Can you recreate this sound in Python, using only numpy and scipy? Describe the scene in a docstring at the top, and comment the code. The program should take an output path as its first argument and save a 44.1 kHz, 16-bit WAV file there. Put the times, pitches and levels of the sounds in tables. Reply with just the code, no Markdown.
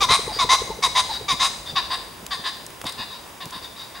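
"""A cock pheasant flies off over the fields by a country lane, above a quiet hush and a low rumble.
From the start it crows in harsh two-note calls: a rattle chops its voice and rings its throat and beak.
Its wings thump and puff for about the first second, and soft wheezes fall between calls.
Then feet shift close by; with distance the calls grow duller and the hedges and trees answer more.
In the second half, grit snaps underfoot, there is one small knock, and the rumble dies away."""
import sys
import numpy as np
from scipy import signal
from scipy.fft import rfft, irfft
from scipy.io import wavfile

SR = 44100
rng = np.random.default_rng(int(sys.argv[2]) if len(sys.argv) > 2 else 0)


def dump_mix(stems):
    """Bounce the given channels to the path in sys.argv[1] as a 16-bit WAV at rate SR."""
    frames = np.atleast_2d(stems).T  # one column per channel
    limited = np.clip(frames, -1, 1)  # hard clip at full scale
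    pcm = np.round(limited * 32767).astype(np.int16)
    wavfile.write(sys.argv[1], SR, pcm)


N = 176400
CLOCK = np.arange(N) / SR

# The tone colours of the hush and the rumble. Each row: frequency in Hz, level in dB.
HUSH_COLOUR = [(15, -40), (25, -18), (59, -1), (135, -0.5), (383, -2), (811, -2.5), (1030, 2), (1240, -5.5),
               (2850, -9.5), (3830, -10), (4260, -19), (4870, -11), (6370, -14), (9770, -13),
               (15000, -20.5)]
RUMBLE_COLOUR = [(20, -27), (48, 0), (100, -6), (250, -11), (600, -9), (1500, -34), (5000, -70)]
# How the rumble fades. Each row: time in seconds, level in dB.
RUMBLE_FADE = [(0, -40), (.6, -41.5), (1.3, -44.5), (1.9, -46.5), (2.4, -51.5), (4, -63)]

# A call is a short falling note, then a longer, nearly level one. Each row: start in seconds,
# length in seconds, rasp level in dB, tone level in dB, pitch in Hz, fall as a share of the pitch,
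# loudest point as a share of the length, mid-note treble change in dB, open beak's ring in Hz,
# unevenness as a share of the rattle's speed.
CALL_NOTES = [(.005, .058, -18.5, -20.5, 1110, 0.28, 0.44, -2.5, 3690, 0.057),
              (0.086, 0.088, -14.5, -17.5, 1070, -0.071, 0.58, -1.5, 3920, 0.21),
              (0.387, .066, -19, -21, 1050, .26, 0.41, -2.5, 3830, .1),
              (0.49, 0.079, -15, -16, 1065, -0.091, 0.47, -0.5, 3900, .2),
              (.824, 0.058, -17.5, -21, 1047, .2, 0.34, 0, 3850, 0.059),
              (0.95, 0.069, -16.5, -21, 1029, 0.048, 0.58, -4, 3810, .16),
              (1.281, 0.07, -20, -23.5, 1086, 0.25, .35, -4, 3740, 0.088),
              (1.393, 0.097, -17.5, -24.5, 1070, -0.044, 0.46, -2, 3820, 0.21),
              (1.754, 0.059, -20, -28, 1068, 0.22, 0.4, -6, 3770, 0.051),
              (1.901, 0.07, -25, -28.5, 1057, -0.039, 0.41, 5, 3740, .12),
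              (2.305, 0.064, -26, -33.5, 1107, .18, .35, 1, 3690, 0.037),
              (2.437, 0.075, -25.5, -39, 1043, -0.0059, 0.45, -1, 3800, .14),
              (2.851, 0.064, -29, -50, 1070, .18, .4, 6.5, 3800, 0.057),
              (2.972, 0.086, -30.5, -47.5, 1057, 0.046, 0.49, -5, 3720, .12),
              (3.400, 0.058, -35.5, -36.5, 1070, 0.2, 0.37, -12, 3730, 0.045),
              (3.519, 0.088, -35, -44.5, 1049, 0.0038, 0.28, 9, 3670, 0.11),
              (3.945, 0.072, -40, -43, 1084, 0.16, 0.17, -3, 3730, .05)]
# How far off the bird is. Each row: time in seconds, farness from 0 (near) to 1 (far).
FARNESS = [(0, 0.25), (1.45, 0.25), (1.9, 0.84), (2.5, 0.69), (4, 1)]
# The colour of the rasp, close by and far off. Each row: frequency in Hz, level in dB.
THROAT_NEAR = [(200, -40), (620, -34), (790, -4.5), (1100, 5.5), (1420, -10.5), (1630, -32), (2050, -3.5),
               (2450, -6.5), (2800, -15), (3300, -5), (3800, -1), (4300, -9), (4850, -7.5), (5400, -7),
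               (6600, -7.5), (7400, -12), (9000, -10.5), (11500, -21), (15500, -39)]
THROAT_FAR = [(200, -54), (600, -15), (790, -2), (1080, 4.5), (1380, -6), (1800, 6), (2280, -11),
              (2700, -1.5), (3300, -5), (3800, -7.5), (4220, -0.5), (4700, 2.5), (5400, -15.5),
              (7200, -35.5), (9300, -22.5), (15500, -57)]
# The voice's overtones, from the octave up. Each entry: level in dB before distance and fading.
OVERTONES_DB = [1, -8.5, -9, -7, -9.5, -20, -20, -11]

# How long the echo lasts. Each row: frequency in Hz, seconds to fade by 60 dB.
ECHO_FADE = [(200, 0.36), (1100, 0.77), (2500, 0.73), (4000, 0.71), (6000, 0.73), (12000, 0.94)]
# The colour of the echo. Each row: frequency in Hz, level in dB.
ECHO_COLOUR = [(200, 4), (800, 3), (1100, -7), (1500, -1), (3400, -0.5), (3780, -2.5), (4080, 6), (4450, 1),
               (8000, 4.5), (15000, -1.5)]

# Wing beats. Each row: time in seconds, level in dB.
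WING_BEATS = [(0.025, -24), (.110, -20.5), (.195, -22), (.280, -21.5), (0.367, -27), (0.45, -24.5),
              (.536, -26), (.621, -19.5), (.705, -21.5), (0.792, -26.5), (.875, -30.5), (1.214, -28.5)]
# Soft low thuds: wing puffs in the first second, footfalls later. Each row: time in seconds, level in dB.
LOW_THUDS = [(.115, -30), (.445, -33), (1.335, -33), (1.418, -47), (1.501, -45.5), (1.73, -36.5),
             (2.236, -41.5), (2.394, -39.5), (2.85, -33.5), (2.999, -36.5), (3.465, -37), (3.56, -40.5),
             (3.626, -45.5)]
# The colours of a wing beat's puff and of a low thud. Each row: frequency in Hz, level in dB.
PUFF_COLOUR = [(20, -16), (50, 6), (130, 5.5), (300, -5), (800, -22), (3000, -67)]
THUD_COLOUR = [(30, -17), (100, -8), (160, -3.5), (300, -14.5), (700, -16.5), (3000, -41)]

# Soft notes between the calls. Each row: start in seconds, length in seconds, breath level in dB,
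# tone level in dB, pitch in Hz, whistle in Hz.
WHEEZY_NOTES = [(0.278, 0.059, -38, -32, 838, 3860), (0.324, 0.078, -29, -49, 838, 4810),
                (.700, 0.033, -46, -32, 903, 4040), (1.088, 0.044, -33.5, -30, 847, 4030),
                (1.109, 0.078, -28.5, -52, 800, 3824), (1.656, 0.073, -33.5, -50, 894, 3610),
                (3.101, 0.083, -38.5, -44, 1031, 3780), (3.623, 0.046, -36.5, -48, 1044, 3600),
                (3.759, .1, -38.5, -49, 1035, 3750)]
# The colour of breath in the throat. Each row: frequency in Hz, level in dB.
BREATH_COLOUR = [(500, -34), (1100, -11.5), (1800, -4.5), (2400, -13.5), (3400, -7.5), (3800, -3),
                 (4250, -11), (4700, 6.5), (5400, -12), (8000, -21), (15000, -26)]

# Snaps of grit. Each row: start in seconds, level in dB, low edge of the sound in Hz.
GRIT_SNAPS = [(2.265, -23.5, 2650), (2.569, -38, 900), (2.665, -26.5, 5900), (2.704, -34, 1183),
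              (2.815, -24, 500), (2.843, -31, 900), (2.867, -27.5, 6000), (2.894, -28, 5950),
              (2.923, -30.5, 5000), (3.456, -28, 3440), (3.508, -32.5, 4940)]


def amp(db):
    """Turns decibels into a number to multiply by."""
    return 10 ** (np.asarray(db) / 20)


def unit(x):
    """Scales a sound to an average (rms) level of 1."""
    return x / np.sqrt(np.mean(abs(x) ** 2) + 1e-20)


def read(points, hz):
    """Looks up a frequency in a table, sliding between rows on a musical (log) scale."""
    f, value = np.transpose(points)
    return np.interp(np.log(hz + 1), np.log(f + 1), value)


def colour(x, points):
    """Shapes a sound's lows and highs by rows of frequency in Hz, level in dB."""
    size = x.shape[-1]
    gain = amp(read(points, np.fft.rfftfreq(2 * size, 1 / SR)))
    return irfft(rfft(x, 2 * size) * gain)[..., :size]


def add(mix, start, sound):
    """Mixes a sound in at a start time in seconds."""
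    part = mix[max(round(start * SR), 0):][:len(sound)]
    part += sound[:len(part)]


def wobble(size, rate_hz):
    """A random wandering curve, roughly 1 either side of zero."""
    return np.interp(np.arange(size) * rate_hz / SR, np.arange(4096), rng.standard_normal(4096))


def hiss(size):
    """A short stretch of white noise."""
    return rng.standard_normal(16384)[:size]


def spread(mid, side, width):
    """Makes left and right from a shared part and an opposed part."""
    side = width * colour(side, [(30, -45), (150, 0.5), (4500, 3.5), (8000, -4.5), (13000, -31)])
    return np.array([mid + side, mid - side])


def ring(x, hz, width_hz):
    """Makes a sound ring at a steady or moving frequency; two passes make the peak steep."""
    turn = np.exp(2j * np.pi * np.cumsum(hz * np.ones(len(x))) / SR)
    feedback = np.exp(-np.pi * width_hz / SR)
    for _ in range(2):
        x = 2 * (turn * signal.lfilter([1 - feedback], [1, -feedback], x / turn)).real
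    return unit(x)


def scatter(x):
    """Smears each pulse over a millisecond or two and gives each note its own colour."""
    spectrum = rfft(x)
    at = np.linspace(0, 63, len(spectrum))
    ripple_db = 2.5 * np.interp(at, np.arange(64), rng.standard_normal(64))
    smear_radians = 2.05 * np.interp(at, np.arange(64), rng.standard_normal(64))
    return irfft(spectrum * amp(ripple_db) * np.exp(1j * smear_radians), len(x))


def swell(progress, peak):
    """Rises to its loudest point, then dies away, as progress runs from 0 to 1."""
    rise = abs(np.sin(np.pi / 2 * progress / peak)) ** 0.41
    fall = abs(np.cos(np.pi / 2 * (progress - peak) / (1 - peak))) ** 0.86
    return np.where(progress < peak, rise, fall)


def thud(width_s, points):
    """A bell-shaped puff of dull noise, loudest 0.05 seconds in."""
    t = np.arange(-.05, .05, 1 / SR)
    return np.exp(-(t / width_s) ** 2 / 2) * unit(colour(hiss(len(t)), points))


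def outdoor_air():
    """A steady hush, and a low rumble that flutters and dies away."""
    hush = unit(colour(spread(*rng.standard_normal((2, N)), width=0.45), HUSH_COLOUR))
    hush_db = -42 + 0.34 * wobble(N, rate_hz=21)
    rumble = unit(colour(spread(*rng.standard_normal((2, N)), width=0.23), RUMBLE_COLOUR))
    rumble_db = np.interp(CLOCK, *np.transpose(RUMBLE_FADE)) + 2.5 * wobble(N, rate_hz=40)
    return hush * amp(hush_db) + rumble * amp(rumble_db)


def rasp(t, rattle_cycles, far, beak_hz):
    """Each turn of the rattle gives a pulse and a burst of hiss that ring the throat and the beak."""
    pulses = unit(np.diff(np.floor(rattle_cycles), prepend=0))
    bursts = unit(np.exp(-(rattle_cycles % 1) / 0.38)) * hiss(len(t))
    drive = scatter(pulses + 0.67 * bursts)
    throat = unit((1 - far) * unit(colour(drive, THROAT_NEAR)) + far * unit(colour(drive, THROAT_FAR)))
    opening = 1 - 0.077 * np.exp(-t / 0.0094)  # the ring rises as the beak opens
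    beak = amp(-3.5) * ring(drive, beak_hz * opening, width_hz=480)
    upper_ring = amp(-12.5) * ring(drive, hz=4808, width_hz=480)
    return unit(throat + beak + upper_ring)


def reedy_tone(hz, rattle_cycles, far, progress):
    """The pitched part of the voice, bent and chopped by the rattle."""
    rattle = np.cos(2 * np.pi * rattle_cycles)
    shaky_hz = hz * (1 + 0.023 * wobble(len(hz), rate_hz=347))
    phase = 2 * np.pi * np.cumsum(shaky_hz) / SR + 0.2 * rattle
    overtones = sum(amp(db) * np.sin(k * phase + 2 * np.pi * rng.random())
                    for k, db in enumerate(OVERTONES_DB, 2))
    dulling_db = -13.5 * far - 15 * progress  # overtones fade with distance and through the note
    return unit((np.sin(phase) + amp(dulling_db) * overtones) * (1 + 0.2 * rattle))


def call_note(start, length, rasp_db, tone_db, pitch_hz, fall, peak, treble_db, beak_hz, unevenness):
    """One harsh note: a tone near 1000 Hz and a rasp, both chopped by a rattle a third as fast."""
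    t = np.arange(0, length, 1 / SR)
    progress = t / length
    far = np.interp(start, *np.transpose(FARNESS))
    scoop = .1 * np.exp(-t / .005)  # the pitch slides up at the start
    hz = pitch_hz * (1 + fall * (.5 - progress) - scoop)
    rattle_hz = hz * .333 * (1 + unevenness * wobble(len(t), rate_hz=400))
    rattle_cycles = np.cumsum(rattle_hz) / SR
    loudness = swell(progress, peak)
    push = loudness ** 0.47  # the rasp needs more push than the tone
    voice = amp(rasp_db) * push * rasp(t, rattle_cycles, far, beak_hz)
    voice += amp(tone_db) * reedy_tone(hz, rattle_cycles, far, progress)
    treble = colour(voice, [(5000, -34), (8000, 0)])
    brighten_db = treble_db + 13.5 * (progress - .5)  # brighter as the beak opens
    return loudness * (voice + (amp(brighten_db) - 1) * treble)


def field_echo(voice):
    """Hedges, trees and ground scatter the calls: quick echoes, and a tail that gains with distance."""
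    specks = rng.standard_normal((2, SR)) * (rng.random((2, SR)) < .05)
    hz, t, bands = signal.stft(specks, SR, nperseg=256)
    bands = bands * amp(read(ECHO_COLOUR, hz)[:, None] - 60 * t / read(ECHO_FADE, hz)[:, None])
    tail = spread(*signal.istft(bands, SR, nperseg=256)[1], width=0.37)
    tail /= np.linalg.norm(tail[0])
    tail_db = -8 + 6 * np.interp(CLOCK, *np.transpose(FARNESS))
    quick = rng.standard_normal((2, 2048)) * np.exp(-CLOCK[:2048] / 0.0027)
    quick /= np.linalg.norm(quick[0])
    late = signal.fftconvolve((voice * amp(tail_db))[None], tail, axes=1)[:, :N]
    early = signal.fftconvolve(voice[None], quick, axes=1)[:, :N]
    return late + amp(-17) * early


def wings():
    """Each downstroke pushes a puff of air and ends in a short hollow thump."""
    thump_hz, thump_s, puff_lead_s = 445, 0.0023, 0.00605
    out, t = np.zeros(N), np.arange(-.02, .02, 1 / SR)
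    for time, db in WING_BEATS:
        thump = np.exp(-(t / thump_s) ** 2 / 2) * np.cos(2 * np.pi * (thump_hz * t + rng.random()))
        add(out, time + t[0], amp(db) * thump)
        puff = thud(width_s=0.0069, points=PUFF_COLOUR)
        add(out, time - puff_lead_s - .05, amp(db - 16.5) * puff)
    return out


def low_thuds():
    """Soft low thuds: air pushed by the wings in the first second, soles on the road later."""
    out = np.zeros(N)
    for time, db in LOW_THUDS:
        add(out, time - .05, amp(db) * thud(width_s=0.011, points=THUD_COLOUR))
    return out


def wheezy_note(length, breath_db, tone_db, pitch_hz, whistle_hz):
    """A weak, sagging tone, with air whistling through the throat."""
    progress = np.arange(0, length, 1 / SR) / length
    size = len(progress)
    hz = pitch_hz * (1 + 0.22 * (.5 - progress) + 0.063 * wobble(size, rate_hz=376))
    tone = np.sin(2 * np.pi * np.cumsum(hz) / SR)
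    breath = unit(colour(hiss(size), BREATH_COLOUR)) + 1.3 * ring(hiss(size), whistle_hz, width_hz=200)
    return swell(progress, peak=0.53) * (amp(breath_db) * unit(breath) + amp(tone_db) * unit(tone))


def grit():
    """Grit snaps underfoot in tiny bursts of bright noise."""
    out, t = np.zeros(N), CLOCK[:2048]
    for start, db, low_hz in GRIT_SNAPS:
        snap = colour(hiss(len(t)), [(low_hz / 2, -25), (low_hz, 0), (11400, -7), (16000, -18)])
        add(out, start, amp(db) * unit(snap) * np.exp(-t / 0.0019))
    return out


def knock(first_hz=1310, last_hz=250, fade_s=0.0061):
    """A small knock whose pitch drops as it fades."""
    fade = np.exp(-CLOCK[:2048] / fade_s)
    hz = last_hz + (first_hz - last_hz) * fade
    return fade * np.sin(2 * np.pi * np.cumsum(hz) / SR)


def scene():
    """The bird a little to the left; low thuds, grit and the knock in the middle; air all around."""
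    voice = np.zeros(N)
    for row in CALL_NOTES:
        add(voice, row[0], call_note(*row))
    for start, *row in WHEEZY_NOTES:
        add(voice, start, wheezy_note(*row))
    bird = (voice + field_echo(voice) + wings()) * amp([[0.8], [-0.8]])
    middle = low_thuds() + grit()
    add(middle, start=2.841, sound=amp(-25) * knock())
    return bird + middle + outdoor_air()


def record(dry):
    """Adds a thin, steady, very high whine and cuts everything above 16000 Hz."""
    whine = amp(-58.5) * unit(np.sin(2 * np.pi * 15625 * CLOCK))
    top_cut = signal.firwin(511, 16000, window=("kaiser", 9), fs=SR)
    return signal.oaconvolve(dry + whine, top_cut[None], "same")


dry = scene()
out = record(dry)
dump_mix(out)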